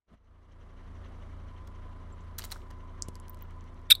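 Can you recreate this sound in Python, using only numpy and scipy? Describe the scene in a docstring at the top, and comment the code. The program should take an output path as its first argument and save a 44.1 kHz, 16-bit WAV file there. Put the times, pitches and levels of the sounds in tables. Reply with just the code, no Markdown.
"""On asphalt, close to the microphone, a car creeps at idle over a soft gel-filled toy.
The engine, throbbing tones and noise with a faint whine, rises from silence; its belt swishes.
Shaped noise makes air spit from the skin, random clicks make gel and grit crackle, and ringing clicks snap and pop.
At last the toy splits: a sputter of noise puffs leads into a brief squeal made of gliding sine tones.
The car body and road echo a little, which is made with decaying noise."""
import sys
import numpy as np
from scipy import signal
from scipy.fft import rfft, irfft
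from scipy.io import wavfile
from scipy.ndimage import uniform_filter1d

SR = 44100
rng = np.random.default_rng(int(sys.argv[2]) if len(sys.argv) > 2 else 0)


def put_to_file(sound):
    """Save the sound as 16-bit audio at rate SR, in the file named by the first command-line argument."""
    columns = np.atleast_2d(sound).T  # one column per channel
    safe = np.clip(columns, -1, 1)
    whole_steps = np.round(safe * 32767)
    wavfile.write(sys.argv[1], SR, whole_steps.astype(np.int16))


N = 176400  # four seconds of samples

# Low boom under the car.
BOOM_HZ, BOOM_WIDTH_HZ, BOOM_DB = 66.5, 14.6, -59

# Engine tones. Each row: multiple of the firing rate, level in dB relative to HUM_DB.
ENGINE_TONES = [(1, -1), (3, -3), (4, -19), (5, -19.5), (6, -19), (7, -22.5), (8, -22), (9, -20), (10, -24),
                (13, -23.5)]
FIRING_HZ, FIRING_DRIFT = 28.4, 0.00503  # drift is a fraction of the rate
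HUM_DB, HUM_WAVER_DB, OVERTONE_WAVER_DB = -48, 1.3, 2
SILENCER_HZ = 42
# Tone at twice the firing rate. Each row: time in seconds, level in dB.
SECOND_TONE_LEVEL = [(.3, -64), (1.0, -50.5), (2.35, -51.5), (2.55, -51), (4, -64)]
# Engine loudness. Each row: time in seconds, bass level in dB, midrange level in dB.
ENGINE_LEVEL = [(0.06, -100, -100), (.085, -73, -68), (.14, -56, -57.5), (.17, -67.5, -74.5),
                (.31, -55.5, -66.5), (.6, -49.5, -60), (1.02, -43, -54.5), (2.4, -43, -55),
                (3.3, -42.5, -55.5), (4, -43.5, -56.5)]
BASS_REF_DB = -44.5  # the bass level that leaves the hum and boom unchanged
# Colour of the engine and fan noise. Each row: frequency in Hz, relative level in dB per Hz.
ENGINE_NOISE_COLOUR = [(20, -4.5), (70, 3.5), (105, -3.5), (190, 1.5), (260, -1), (430, -3.5), (640, -3.5),
                       (780, -8.5), (1150, -4), (1600, -12.5), (2100, -15.5), (2600, -25), (3200, -23),
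                       (5000, -30.5), (6500, -35), (11000, -38.5), (16000, -61)]
NOISE_DB, FLUTTER_DB, THROB = -1.5, 0.45, .15  # throb is a fraction of the noise strength
# Whine at full engine strength. Each row: time in seconds, level in dB.
WHINE_LEVEL = [(.5, -71), (1.3, -69), (1.72, -61.5), (2.3, -62.5), (2.5, -62), (2.85, -59.5), (3.5, -60.5),
               (4, -65.5)]
WHINE_HZ, WHINE_WIDTH_HZ = 1010, 46

# Resonances of the belt. Each row: frequency in Hz, width in Hz, relative level in dB.
BELT_RESONANCES = [(1400, 900, -20), (2000, 450, -19.5), (2970, 490, -20), (3950, 430, -30),
                   (5940, 700, -28.5)]
# Belt loudness as the wheel hides it. Each row: time in seconds, level change in dB.
BELT_LEVEL = [(1.3, 0), (2.3, -2.5), (3.2, -1.5)]
BELT_HZ, BELT_SWING_DB, BELT_UNEVEN_DB, BELT_GRAIN_DB = 11.4, 9, 2, 3

# Short sounds: a low handling bump, snaps, small pops, a ringing spit and a late squeak.
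# Each row: start in seconds, level in dB, centre in Hz, width in Hz, decay in seconds.
SHORT_SOUNDS = [(.112, -53, 192, 90, 0.015), (2.123, -61.5, 7420, 400, .005),
                (2.206, -69.5, 6760, 2000, .01), (2.413, -44, 3200, 2500, .001),
                (2.4204, -34, 3500, 1980, 0.00075), (2.5043, -42, 3900, 2500, .0006),
                (2.5183, -31, 4010, 700, 0.0019), (2.5592, -39.5, 1130, 795, 0.002),
                (2.618, -53, 2800, 3500, 0.0011), (3.0225, -15, 6700, 4230, 0.00024),
                (3.0842, -42.5, 5200, 8900, 0.0024), (3.1447, -58, 7000, 7000, .0004),
                (3.1546, -39.5, 5930, 3560, 0.0005), (3.154, -49.5, 11300, 900, 0.0011),
                (3.2, -42, 7800, 7500, 0.00028), (3.2825, -45, 5340, 12100, 0.00053),
                (3.296, -35.5, 14200, 1600, 0.0009), (3.3335, -60, 11000, 7000, .0005),
                (3.3455, -51, 6000, 11000, 0.00088), (3.423, -36, 14650, 1900, 0.00057),
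                (3.609, -52.5, 4340, 4500, .0006), (3.9509, -24.5, 3870, 1000, .0022),
                (3.9805, -47, 3700, 400, 0.0026)]
SHORT_CLICK_DB, SHORT_ROOM_DB, SHORT_T60_S = -22, -14, 0.1
GRIT_PER_S, GRIT_FROM_S, GRIT_DB = 20, 2.65, -89
KNOCK_S, KNOCK_WIDTH_S, KNOCK_DB, KNOCK_LOW_HZ = 3.0865, 0.00062, -25, 90

# Wet crackle of gel between the spits. Each row: time in seconds, level in dB.
OOZE_LEVEL = [(2.378, -110), (2.392, -53), (2.45, -56), (2.49, -74), (2.525, -53), (2.58, -68), (2.7, -87),
              (2.8, -130)]
OOZE_PER_S, OOZE_TILT_DB = 460, -4.5  # tilt is per octave
# Air spitting out of the toy.
# Each row: start in seconds, length in seconds, level in dB, tilt in dB per octave.
AIR_SPITS = [(2.3828, 0.0011, -37, 2), (2.3852, 0.0037, -33.5, 0.5), (2.3925, 0.0019, -35, -2),
             (2.399, 0.0012, -53, -12), (2.4393, 0.0037, -39.5, -3), (2.4462, 0.0032, -40.5, 2.5),
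             (2.452, 0.0013, -40, 1), (2.5123, 0.00092, -42, 0), (2.517, 0.0022, -36.5, -1.5),
             (2.522, 0.0039, -38.5, -1.5), (2.5577, .002, -45, -5.5), (2.704, 0.0092, -50.5, -5.5),
             (1.672, 0.0058, -57.5, -3)]
# Colour of spits and gel. Each row: frequency in Hz, relative level in dB per Hz.
SPIT_COLOUR = [(300, -23.5), (900, -5), (1400, 0.5), (2600, -5.5), (3900, 1.5), (4900, -2.5), (5700, -0.5),
               (8500, -1.5), (10300, -5), (12200, -2), (16000, -7.5)]
PUFF_ATTACK_S, SPIT_RELEASE_S, SPIT_GRAIN = 0.00048, 0.0011, 0.58
SPIT_ROOM_DB, SPIT_T60_S = -12, 0.3

# Puffs as the skin splits.
# Each row: start in seconds, length in seconds, level in dB, tilt in dB per octave.
SPLIT_PUFFS = [(3.901, .0009, -26, 3), (3.903, 0.00065, -13, 3), (3.9051, 0.0019, -18, 2),
               (3.9083, 0.0019, -13, -1.5), (3.9108, 0.0032, -18, 2), (3.915, .011, -21.5, -0.5),
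               (3.951, 0.0036, -40, 4.5)]
# Colour of the split. Each row: frequency in Hz, relative level in dB per Hz.
SPLIT_COLOUR = [(500, -55), (1080, -24.5), (1450, -1), (1950, -11.5), (2350, 1), (3000, -5.5), (3600, 10.5),
                (4600, -4.5), (5700, -10), (6500, -22.5), (8000, -3), (9500, -6), (10500, -11.5),
                (11600, -2.5), (13200, -8.5), (15500, -20)]
SPLIT_RELEASE_S, SPLIT_GRAIN, SPLIT_ROOM_DB, SPLIT_T60_S = 0.0017, 0.52, -24, 0.17
# Squeal of the torn edge. Each row: time in seconds, central pitch in Hz, level in dB.
SQUEAL_PATH = [(3.9135, 3960, -47), (3.915, 3886, -13.5), (3.918, 3826, -7.5), (3.9215, 3690, -11),
               (3.923, 3610, -17), (3.9255, 3630, -14), (3.9275, 3650, -21), (3.931, 3630, -44)]
# Tones in the squeal. Each row: multiple of the pitch, relative level in dB.
SQUEAL_PARTIALS = [(1, 0.5), (2, -35), (3, -23.5), (4, -28)]
SQUEAL_ROOM_DB = -23.5

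# Early echo fade time, its strength against the tail, and the treble limits of echo and recorder.
EARLY_S, EARLY_DB, ROOM_TOP_HZ, TOP_HZ = 0.0042, 8.5, 11000, 15850


def undb(db):
    """Turn decibels into gain."""
    return 10 ** (np.asarray(db) / 20)


def unit(x):
    """Scale a sound to an average (rms) strength of 1."""
    return x / np.sqrt(np.mean(x ** 2) + 1e-24)


def curve(rows, axis=1):
    """Join one column of a table by straight lines in time."""
    rows = np.array(rows)
    return np.interp(np.arange(N) / SR, rows[:, 0], rows[:, axis])


def walk(rate):
    """Smooth random wander with a spread near 1, from new random steps at a given rate per second."""
    step = int(SR / rate)
    steps = np.repeat(rng.standard_normal(N // step + 1), step)
    smooth = uniform_filter1d(uniform_filter1d(steps, step), step)
    return unit(smooth[:N])


def freqs(x):
    """Frequencies of the spectrum of x, kept above zero."""
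    return np.maximum(np.fft.rfftfreq(len(x), 1 / SR), 1)


def colour(x, points, tilt=0):
    """Filter by a (Hz, dB) spectrum and a tilt in dB per octave."""
    hz, db = np.array(points).T
    octave = np.log2(freqs(x))
    gain_db = np.interp(octave, np.log2(hz), db) + tilt * octave
    return irfft(rfft(x) * undb(gain_db), len(x))


def resonate(x, hz, width_hz):
    """A resonance applied twice, so sound away from its centre falls off steeply."""
    f = freqs(x)
    detuning = (f * f - hz * hz) / (f * width_hz * np.sqrt(2))
    return irfft(rfft(x) / (1 + 1j * detuning) ** 2, len(x))


def add(out, start_s, x):
    """Mix a short sound in at its time."""
    i = int(start_s * SR)
    out[i:i + len(x)] += x[:len(out) - i]


def crackle(per_s):
    """Random tiny clicks of uneven strength."""
    hits = rng.random(N) < per_s / SR
    return hits * rng.uniform(-1, 1, N)


def echo(x, wet_db, t60_s):
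    """Quick reflections between tyre and road, then a faint outdoor tail, both as fading noise."""
    t = np.arange(SR // 2) / SR
    early = undb(EARLY_DB) * np.exp(-t / EARLY_S)
    late = np.exp(-np.log(1000) * t / t60_s)  # falls by 60 dB in t60_s
    tail = rng.standard_normal(len(t)) * (early + late)
    tail = irfft(rfft(tail) / np.sqrt(1 + (freqs(tail) / ROOM_TOP_HZ) ** 4), len(t))
    return x + undb(wet_db) * signal.fftconvolve(x, tail / np.linalg.norm(tail))[:N]


def boom():
    """Uneven low resonance under the car: noise kept to a narrow band."""
    rumble = unit(resonate(rng.standard_normal(N), BOOM_HZ, BOOM_WIDTH_HZ))
    return rumble * undb(curve(ENGINE_LEVEL) - BASS_REF_DB + BOOM_DB)


def engine():
    """Idling engine: tones at multiples of the firing rate, throbbing noise and a thin whine."""
    phase = 2 * np.pi * np.cumsum(FIRING_HZ * (1 + FIRING_DRIFT * walk(3.6))) / SR

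    def tone(k):
        """One firing multiple, flipped above the silencer's resonance."""
        sign = np.sign(SILENCER_HZ - k * FIRING_HZ)
        offset = (k > 3.5) * rng.uniform(0, 2 * np.pi)  # only the higher tones start at random
        return sign * np.cos(round(k) * phase + offset)

    hum = np.zeros(N)
    for k, db in ENGINE_TONES:
        waver_db = HUM_WAVER_DB if k < 4 else OVERTONE_WAVER_DB
        hum += undb(db + waver_db * walk(8)) * tone(k)
    bass = undb(curve(ENGINE_LEVEL) - BASS_REF_DB)
    second = undb(curve(SECOND_TONE_LEVEL)) * np.minimum(10 * bass, 1) * tone(2)

    noise = unit(colour(rng.standard_normal(N), ENGINE_NOISE_COLOUR))
    noise *= (1 + THROB * np.cos(phase)) * undb(FLUTTER_DB * walk(18))
    noise *= undb(curve(ENGINE_LEVEL, axis=2) + NOISE_DB)
    whine = unit(resonate(rng.standard_normal(N), WHINE_HZ, WHINE_WIDTH_HZ))
    whine *= undb(curve(WHINE_LEVEL)) * np.minimum(bass, 1)
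    return np.sqrt(2) * (hum * bass * undb(HUM_DB) + second) + noise + whine


def belt():
    """A drive belt gives a short, grainy swish once a turn, at uneven strength."""
    pulse = np.cos(np.pi * BELT_HZ * np.arange(N) / SR) ** 4  # one peak a turn
    turn_db = BELT_SWING_DB * pulse + BELT_UNEVEN_DB * walk(25)
    rub = np.zeros(N)
    for hz, width, db in BELT_RESONANCES:
        band = resonate(rng.standard_normal(N), hz, width)
        rub += unit(band * undb(turn_db + BELT_GRAIN_DB * walk(200))) * undb(db)
    return rub * undb(curve(ENGINE_LEVEL, axis=2) + curve(BELT_LEVEL))


def grit():
    """Sparse faint crackle of sand under the loaded tread."""
    clicks = crackle(GRIT_PER_S) * (np.arange(N) / SR > GRIT_FROM_S)
    return unit(resonate(clicks, 5900, 5000)) * undb(GRIT_DB)


def knock():
    """One soft low pressure pulse."""
    distance = (np.arange(N) / SR - KNOCK_S) / KNOCK_WIDTH_S
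    pulse = undb(KNOCK_DB) / (1 + distance ** 2)
    return signal.sosfilt(signal.butter(1, KNOCK_LOW_HZ, "high", fs=SR, output="sos"), pulse)


def short_sounds(size=4096):
    """Single short sounds, each a fading burst of noise that rings in its own band."""
    out, t = np.zeros(N), np.arange(size) / SR
    for start, db, hz, width, decay in SHORT_SOUNDS:
        env = np.exp(-t / decay)
        click = rng.standard_normal(size) * env
        low = np.hypot(hz, width / 2) - width / 2
        high = min(low + width, SR / 2 - 1)
        band = signal.butter(4, [low, high], "band", fs=SR, output="sos")
        ring = unit(signal.sosfilt(band, click))
        ring += undb(SHORT_CLICK_DB) * unit(resonate(click, hz, hz))  # a fainter, broader click
        add(out, start, ring * np.sqrt(np.mean(env ** 2)) * undb(db))
    return out


def ooze():
    """Tiny bubbles burst as the gel is pressed out: many coloured random clicks."""
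    return unit(colour(crackle(OOZE_PER_S), SPIT_COLOUR, OOZE_TILT_DB)) * undb(curve(OOZE_LEVEL))


def puffs(rows, spectrum, release_s, grain, size=2048):
    """Grainy jets of air through wet skin: sharp attack, short hold, quick release."""
    out, t = np.zeros(N), np.arange(size) / SR
    lead = size // 4  # room ahead of the puff for the filter to spread
    for start, length, db, tilt in rows:
        jet, rough = rng.standard_normal((2, size))
        env = np.minimum(t / PUFF_ATTACK_S, 1) * np.exp(-np.maximum(t - length, 0) / release_s)
        grainy = jet * np.exp(grain * rough) * env
        puff = colour(np.roll(grainy, lead), spectrum, tilt)
        add(out, start - lead / SR, unit(puff) * np.sqrt(np.mean(env ** 2)) * undb(db))
    return out


def squeal():
    """The torn edge flutters like a reed, sagging in pitch as the pressure goes."""
    t = np.arange(N) / SR
    pitch = curve(SQUEAL_PATH) * (1 + 0.0076 * walk(1500))  # fast, slight pitch jitter
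    phase = 2 * np.pi * np.cumsum(pitch) / SR
    tone = sum(undb(db) * np.sin(round(k) * phase) for k, db in SQUEAL_PARTIALS)
    sounding = (t > SQUEAL_PATH[0][0]) * (t < SQUEAL_PATH[-1][0])
    return np.sqrt(2) * tone * undb(curve(SQUEAL_PATH, axis=2)) * sounding


def scene():
    """Engine, short sounds, crackles and the final split, in one channel."""
    car = boom() + engine() + belt()
    details = echo(short_sounds() + grit(), SHORT_ROOM_DB, SHORT_T60_S) + knock()
    spits = puffs(AIR_SPITS, SPIT_COLOUR, SPIT_RELEASE_S, SPIT_GRAIN)
    spits = echo(spits + ooze(), SPIT_ROOM_DB, SPIT_T60_S)
    sputter = puffs(SPLIT_PUFFS, SPLIT_COLOUR, SPLIT_RELEASE_S, SPLIT_GRAIN)
    split = echo(sputter, SPLIT_ROOM_DB, SPLIT_T60_S)
    split = split + echo(squeal(), SQUEAL_ROOM_DB, SPLIT_T60_S)
    return (car + details + spits + split)[None]


def record(dry):
    """The recorder steeply cuts the treble above its top frequency."""
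    return signal.sosfilt(signal.ellip(8, .2, 70, TOP_HZ, fs=SR, output="sos"), dry)


dry = scene()
out = record(dry)
put_to_file(out)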